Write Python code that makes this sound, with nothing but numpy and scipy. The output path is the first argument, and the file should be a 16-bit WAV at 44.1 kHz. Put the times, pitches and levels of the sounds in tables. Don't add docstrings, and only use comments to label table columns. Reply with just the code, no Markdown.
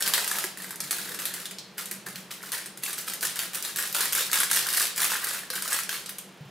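import sys
import numpy as np
from scipy import signal
from scipy.fft import rfft, irfft, next_fast_len
from scipy.io import wavfile
from scipy.ndimage import uniform_filter1d

SR = 44100
rng = np.random.default_rng(int(sys.argv[2]) if len(sys.argv) > 2 else 0)


def put_to_file(sound):
    columns = np.atleast_2d(sound).T
    safe = np.clip(columns, -1, 1)
    whole_steps = np.round(safe * 32767)
    wavfile.write(sys.argv[1], SR, whole_steps.astype(np.int16))


N = 286650

# start_s, level_db, panel_relative_db, crack_hz
CREASE_SNAPS = [(0.023, -10, -21, 4630), (0.0764, -9.5, -19.5, 12000), (0.1365, -3.5, -20, 3560),
                (.179, -16.5, -2.5, 3280), (0.277, -13, -16, 9400), (0.3137, -14, -7, 9800),
                (.385, -13.5, -13, 11400), (0.4403, -15, -4.5, 11100), (0.573, -25, -6, 9800),
                (.620, -21.5, -18, 10200), (0.6435, -27, 0, 9400), (.707, -20.5, -12.5, 11100),
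                (0.8033, -15, -36, 6760), (0.9087, -9.5, -18, 9500), (1.1452, -20.5, -8.5, 8500),
                (1.254, -12.5, -28, 11500), (1.339, -18, -36, 10500), (1.455, -21, -22, 8000),
                (1.51, -21.5, -20, 4700), (1.585, -29, -29, 5460), (1.7802, -21, -10, 4080),
                (1.857, -22, -30, 8900), (1.9118, -17, -29, 11400), (2.0663, -23, -6, 4000),
                (2.3121, -23, -9.5, 4730), (2.5192, -17, -24, 9500), (2.5317, -16.5, -11.5, 11500),
                (2.659, -22, -22, 8850), (2.7735, -26, -24, 9800), (2.835, -15.5, -25, 10800),
                (2.93, -18, -19, 8800), (3.0783, -22, -2.5, 8700), (3.1354, -17, -20, 11900),
                (3.251, -11, -14, 8700), (3.3904, -10.5, -20, 4260), (3.5536, -18, -30, 9500),
                (3.649, -16, -18, 4200), (3.787, -17, -3, 11700), (3.947, -11, -17, 9450),
                (4.0071, -9, -14, 9000), (4.124, -13, -32, 8700), (4.15, -8.5, -26, 10400),
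                (4.3309, -8, -12.5, 4430), (4.402, -6.5, -19, 11600), (4.4327, -12, -4.5, 8700),
                (4.5129, -7, -16, 9000), (4.562, -10, -12.5, 9770), (4.571, -11, -5.5, 3820),
                (4.7715, -9, -30, 10900), (5.018, -11, -17, 8750), (5.2879, -17.5, -20, 10200),
                (5.502, -14, -12.5, 4070), (5.622, -16, -10, 9500), (5.7291, -12.5, -25, 9000),
                (5.7888, -15.5, -3.5, 9700), (5.892, -13.5, -12, 3770), (6.0594, -22, -35, 5240),
                (6.0924, -19.5, -18, 11900), (6.1838, -21.5, -30, 11300)]
# frequency_hz, gain_db
FILM_SPECTRUM = [(40, -37), (200, -17), (450, -7), (750, -10), (1300, -2), (2500, -1), (4300, 0),
                 (6300, -2.5), (9500, 1), (12500, -.5), (15500, -6.5)]


def snaps(crackle_db=-12, crackle_t60=0.062, clump_db=3, focus_db=5, focus_octaves=0.56):
    out, t = np.zeros(N), np.arange(SR // 10) / SR
    for start_s, level_db, _, crack_hz in CREASE_SNAPS:
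        clumps = np.minimum(rng.standard_normal(len(t)), 2)[np.arange(len(t)) // 32]
        run = unit(rng.standard_normal(len(t)) * amp(clump_db * clumps)) * (1 - np.exp(-t / 0.0014))
        burst = crack(t, jolt_db=4.5, t60=0.011) + run * amp(crackle_db - 60 * t / crackle_t60)
        focus = lambda hz: np.exp(-0.5 * (np.log2((hz + 1) / crack_hz) / focus_octaves) ** 2)
        tone = lambda hz: along(FILM_SPECTRUM, hz) + focus_db * (focus(hz) - 1)
        add(out, start_s, amp(level_db + 2.5) * coloured(burst, tone))
    return out


def crack(t, jolt_db, t60):
    shiver = even_burst(t, t60) * (1 - np.exp(-t / 0.0007))
    return shiver + amp(jolt_db) * signal.unit_impulse(len(t), SR // 1500)


def crinkle():
    crowd = ticks(per_s=1800, t60=0.0024, spread_db=2.5) * avalanches(per_s=65, t60=0.037, floor=0.17)
    creases = paced(coloured(crowd, lambda hz: along(FILM_SPECTRUM, hz)))
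    sharp = paced(np.diff(ticks(per_s=240, t60=0.0017, spread_db=3.5), prepend=0))
    return effort() * (amp(-0.5) * creases + amp(-5.5) * sharp)


def avalanches(per_s, t60, floor, unevenness=0.5):
    count, t = int(2 * per_s * N / SR), np.arange(N) / SR
    slips_s = np.r_[0, np.cumsum(np.exp(unevenness * rng.standard_normal(count))) / per_s]
    since_s = t - slips_s[np.searchsorted(slips_s, t, "right") - 1]
    return floor + amp(-60 * since_s / t60)


def effort(tighten_s=0.0067, relax_db_per_s=202, hiss_floor_db=-67):
    # start_s, hold_s, level_db
    squeezes = [(0, 0.01, -34.5), (0.051, 0.015, -31), (0.132, .05, -31.5), (.213, 0.11, -40),
                (.332, 0.026, -34), (.376, 0.065, -40.5), (0.574, 0.11, -46.5), (0.83, 0.014, -40.5),
                (0.911, 0.024, -34.5), (0.968, 0.15, -41), (1.186, 0.011, -34.5), (1.256, .015, -40),
                (1.327, 0.076, -43), (1.771, 0.018, -37), (1.91, .007, -46), (2.059, 0.0046, -40.5),
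                (2.147, .007, -42.5), (2.3, .005, -41), (2.413, 0.066, -45), (2.518, 0.05, -37.5),
                (2.821, 0.068, -36.5), (2.97, .005, -36), (3.066, 0.015, -35.5), (3.212, 0.029, -30.5),
                (3.351, 0.072, -37), (3.53, 0.011, -33), (3.632, 0.042, -37.5), (3.756, 0.051, -33),
                (3.847, .02, -39.5), (3.94, .1, -31), (4.157, 0.039, -28), (4.319, 0.022, -26),
                (4.364, 0.041, -31), (4.497, 0.079, -27.5), (4.655, 0.088, -33), (4.743, 0.086, -31),
                (4.962, 0.038, -30.5), (5.002, .04, -29), (5.098, 0.035, -30), (5.212, 0.15, -35.5),
                (5.528, .022, -32.5), (5.645, 0.043, -34.5), (5.702, 0.049, -32.5), (5.903, 0.035, -35.5),
                (6.083, .004, -46.5)]
    power, t = np.zeros(N), np.arange(SR) / SR
    rise = np.minimum(t / tighten_s, 1)
    for start_s, hold_s, level_db in squeezes:
        fall_db = relax_db_per_s * np.maximum(t - tighten_s - hold_s, 0)
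        add(power, start_s, (rise * amp(level_db - fall_db)) ** 2)
    return np.sqrt(power + amp(hiss_floor_db) ** 2)


def tight_creases(edge_hz=4500):
    # start_s, level_db
    cracks = [(.006, -15), (.244, -15), (.434, -20), (.758, -18), (.984, -15), (2.987, -14), (3.209, -15),
              (3.358, -17), (3.41, -26), (3.434, -16), (3.625, -13.5), (3.76, -14), (3.8, -14),
              (3.825, -11), (3.864, -21), (3.874, -18), (3.927, -13), (4.055, -9.5), (4.131, -8),
              (4.266, -14), (4.315, -8.5), (4.5387, -11), (4.687, -11.5), (4.728, -11), (4.736, -8),
              (4.748, -12), (4.7986, -4), (4.817, -7), (4.826, -8), (4.854, -10), (4.961, -15), (5.044, -5),
              (5.245, -12.5), (5.709, -16), (5.738, -14), (5.803, -14), (5.834, -15.5)]
    out, t = np.zeros(N), np.arange(SR // 50) / SR
    bright = lambda hz: along(FILM_SPECTRUM, hz) - 10 * np.log10(1 + (edge_hz / (hz + 1)) ** 2)
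    for start_s, level_db in cracks:
        tick = coloured(crack(t, jolt_db=3, t60=0.0081), bright)
        add(out, start_s, amp(level_db - 1.5) * tick / np.abs(tick).max())
    return out


def panels(free_t60=0.017, damped_t60=0.013, tension_octaves=0.067, mode_spread_db=3):
    # pitch_hz, level_db
    modes = [(1060, -11), (1380, -7), (1660, 0), (1900, -7.5)]
    # start_s, level_db
    lone_flips = [(.600, -30), (.7294, -33), (.742, -33), (.796, -36), (.834, -35), (.988, -28.5),
                  (1.0873, -30), (1.1192, -32), (1.307, -36), (1.3793, -32.5), (2.074, -30), (2.407, -37),
                  (2.4358, -29), (2.539, -26), (3.231, -22), (3.362, -27), (3.434, -28.5), (3.553, -39),
                  (3.694, -31.5), (3.792, -23), (3.838, -24), (3.95, -22.5), (4.031, -24), (4.0563, -23.5),
                  (4.151, -23.5), (4.181, -23.5), (4.298, -28), (4.371, -22.5), (4.407, -19.5),
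                  (4.515, -19), (4.663, -24.5), (4.6835, -22.5), (4.74, -24), (4.779, -21), (4.808, -22),
                  (4.993, -25), (5.117, -21), (5.135, -20), (5.155, -18.5), (5.238, -26), (5.273, -26.5),
                  (5.313, -31), (5.434, -33), (5.577, -24), (5.722, -21)]
    # time_s, gain_db
    slackness = [(0, -5), (.7, -7), (1.6, -8), (1.8, -4.5), (2.85, -6), (3.8, -10.5), (4.9, -11),
                 (5.15, -5.5), (6.2, -5.5)]
    out, t = np.zeros(N), np.arange(SR // 25) / SR
    mode_hz, mode_db = np.transpose(modes)[..., None]
    flips = [(start_s, db + panel_db, damped_t60) for start_s, db, panel_db, _ in CREASE_SNAPS]
    flips += [(start_s, db - 1, free_t60) for start_s, db in lone_flips]
    for start_s, level_db, t60 in flips:
        pitch_hz = mode_hz * 2 ** (tension_octaves * rng.standard_normal(mode_hz.shape))
        signs = rng.choice([-1, 1], mode_hz.shape)
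        weights = amp(mode_db + mode_spread_db * rng.standard_normal(mode_hz.shape))
        ring = np.sum(signs * weights * pop(pitch_hz, t, t60), 0)
        add(out, start_s, amp(level_db) * ring / np.abs(ring).max())
    flutter = paced(pops(per_s=130, hz=1610, octaves=0.25, t60=0.007, spread_db=2.5))
    return out + effort() * amp(curve(slackness) - 2) * flutter


def jostle():
    # time_s, gain_db
    load = [(.45, -13), (1.3, -24.5)]
    crunch = paced(pops(per_s=450, hz=803, octaves=0.44, t60=0.01, spread_db=1))
    return effort() * amp(curve(load)) * crunch


def beads():
    # time_s, level_db
    pour = [(.4, -76), (.65, -58.5), (.95, -51), (1.25, -52), (1.45, -55), (1.6, -82)]
    knocks = pops(per_s=40, hz=1624, octaves=0.1, t60=0.018, spread_db=3)
    taps = pops(per_s=230, hz=4670, octaves=0.49, t60=0.0028, spread_db=1)
    thuds = pops(per_s=90, hz=350, octaves=0.27, t60=0.028, spread_db=1)
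    return amp(curve(pour)) * (amp(-6.5) * knocks + amp(-7) * taps + amp(-7.5) * thuds)


def last_beads(width_octaves=0.38, t60=0.017, flight_s=0.008, loss_db=14):
    # start_s, peak_db, centre_hz
    landings = [(1.4561, -27, 3760), (1.5851, -24, 4640)]
    out, t = np.zeros(N), np.arange(SR // 25) / SR
    for start_s, peak_db, centre_hz in landings:
        band = lambda hz: -20 * np.log10(1 + (np.log2((hz + 1) / centre_hz) / width_octaves) ** 2)
        for bounce in range(3):
            click = coloured(even_burst(t, t60), band)
            click /= np.abs(click).max()
            add(out, start_s + bounce * flight_s, amp(peak_db - bounce * loss_db) * click)
    return out


def bumps():
    # start_s, level_db, pitch_hz, t60_s
    knocks = [(.442, -27.5, 371, 0.067), (1.914, -37, 371, .06), (2.068, -34.5, 368, 0.051),
              (5.503, -37.5, 509, 0.14), (6.408, -27, 151, 0.093), (6.455, -36, 136, 0.13)]
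    out, t = np.zeros(N), np.arange(SR // 4) / SR
    for start_s, level_db, pitch_hz, t60 in knocks:
        add(out, start_s, amp(level_db) * pop(pitch_hz, t, t60))
    return out


def room(x, tail_db, early_db, early_t60, side_db):
    # frequency_hz, t60_s
    decay_times = [(200, 0.4), (1500, 0.47), (4000, 0.5), (9000, 0.34), (15000, 0.18)]
    out, block = np.zeros((2, N)), SR // 16
    for start in range(0, N, block):
        hz, frame_s, spectra = signal.stft(rng.standard_normal((2, SR // 3)), SR, nperseg=256)
        decay = amp(-60 * frame_s / along(decay_times, hz)[:, None])
        tail = signal.istft(spectra * decay, SR, nperseg=256)[1]
        t = np.arange(tail.shape[1]) / SR
        tail *= 1 - np.exp(-t / 0.0008)
        early = rng.standard_normal(tail.shape) * amp(-60 * t / early_t60)
        response = amp(tail_db) * tail / np.linalg.norm(tail[0])
        response += amp(early_db) * early / np.linalg.norm(early[0])
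        add(out, start / SR, signal.fftconvolve(x[None, start:start + block], response, axes=1))
    return stereo(out, side_db)


def background():
    # frequency_hz, gain_db
    air_spectrum = [(25, -51), (60, -21), (100, -13.5), (150, -2.5), (250, -4), (400, -0.5), (700, -5.5),
                    (1500, -9), (3000, -10.5), (7000, -22), (15000, -48)]
    # centre_hz, width_hz, level_db
    drone_bands = [(142, 15, -66), (188.4, 28, -56.5)]
    # time_s, gain_db
    swell = [(1.75, 1.5), (2.15, 6), (2.45, -1)]
    air = unit(coloured(rng.standard_normal((2, N)), lambda hz: along(air_spectrum, hz)))
    drone = np.zeros(N)
    for centre_hz, width_hz, level_db in drone_bands:
        band = lambda hz: -20 * np.log10(1 + (2 * (hz - centre_hz) / width_hz) ** 2)
        drone += amp(level_db) * unit(coloured(rng.standard_normal(N), band))
    return stereo(amp(-51.5) * air, side_db=-13) + amp(curve(swell)) * drone


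def pop(hz, t, t60):
    return np.sin(2 * np.pi * hz * t) * amp(-60 * t / t60) * (1 - np.exp(-hz * t))


def pops(per_s, hz, octaves, t60, spread_db):
    t = np.arange(SR // 50) / SR
    pitch_hz = hz * 2 ** (octaves * rng.standard_normal((int(per_s * N / SR), 1)))
    return scatter(pop(pitch_hz, t, t60), spread_db)


def ticks(per_s, t60, spread_db):
    t = np.arange(SR // 150) / SR
    noise = rng.standard_normal((int(per_s * N / SR), len(t)))
    return scatter(noise * amp(-60 * t / t60), spread_db)


def scatter(grains, spread_db):
    count, length = grains.shape
    positions = rng.integers(0, N, count)[:, None] + np.arange(length)
    sizes = amp(spread_db * np.minimum(rng.standard_normal(count), 2))
    return unit(np.bincount(positions.ravel(), (grains * sizes[:, None]).ravel(), N)[:N])


def even_burst(t, t60):
    spectrum = rfft(rng.standard_normal(len(t)) * amp(-60 * t / t60), 2 * len(t))
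    magnitude = np.abs(spectrum)
    return irfft(spectrum / np.sqrt(magnitude / magnitude.mean()))[:len(t)]


def paced(x, span_s=0.03):
    local_power = np.abs(uniform_filter1d(x ** 2, int(span_s * SR)))
    return x / np.sqrt(local_power + 1e-3 * np.mean(x ** 2))


def coloured(x, db_of_hz):
    n = x.shape[-1]
    size = 2 * next_fast_len(n // 2 + 2048)
    gain = amp(db_of_hz(np.fft.rfftfreq(size, 1 / SR)))
    cepstrum = irfft(np.log(gain + 1e-6))
    cepstrum[1:size // 2] *= 2
    cepstrum[size // 2 + 1:] = 0
    return irfft(rfft(x, size) * np.exp(rfft(cepstrum)))[..., :n]


def stereo(pair, side_db):
    mid, side = pair
    return np.array([mid + amp(side_db) * side, mid - amp(side_db) * side])


def amp(db):
    return 10 ** (np.asarray(db) / 20)


def unit(x):
    return x / np.sqrt(np.mean(x ** 2) + 1e-20)


def along(points, hz):
    points_hz, values = np.transpose(points)
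    return np.interp(np.log(hz + 1), np.log(points_hz), values)


def curve(points):
    return np.interp(np.arange(N) / SR, *np.transpose(points))


def add(track, start_s, sound):
    start = max(0, round(start_s * SR))
    part = track[..., start:start + sound.shape[-1]]
    part += sound[..., :part.shape[-1]]


def scene():
    sachet = crinkle() + snaps() + tight_creases() + jostle() + beads() + last_beads()
    panel_pops = panels()
    echoes = room(sachet + amp(-6) * panel_pops, tail_db=-1.5, early_db=-6.5, early_t60=0.055,
                  side_db=-6.5)
    return sachet + panel_pops + echoes + bumps() + background()


def record(dry):
    ceiling, cutoff_hz = 0.5, 15700
    rounded = dry / (1 + (dry / ceiling) ** 4) ** (1 / 4)
    lowpass = signal.firwin(255, cutoff_hz, fs=SR, window="blackman")
    return signal.fftconvolve(rounded, lowpass[None], "same", axes=1)


dry = scene()
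out = record(dry)
put_to_file(out)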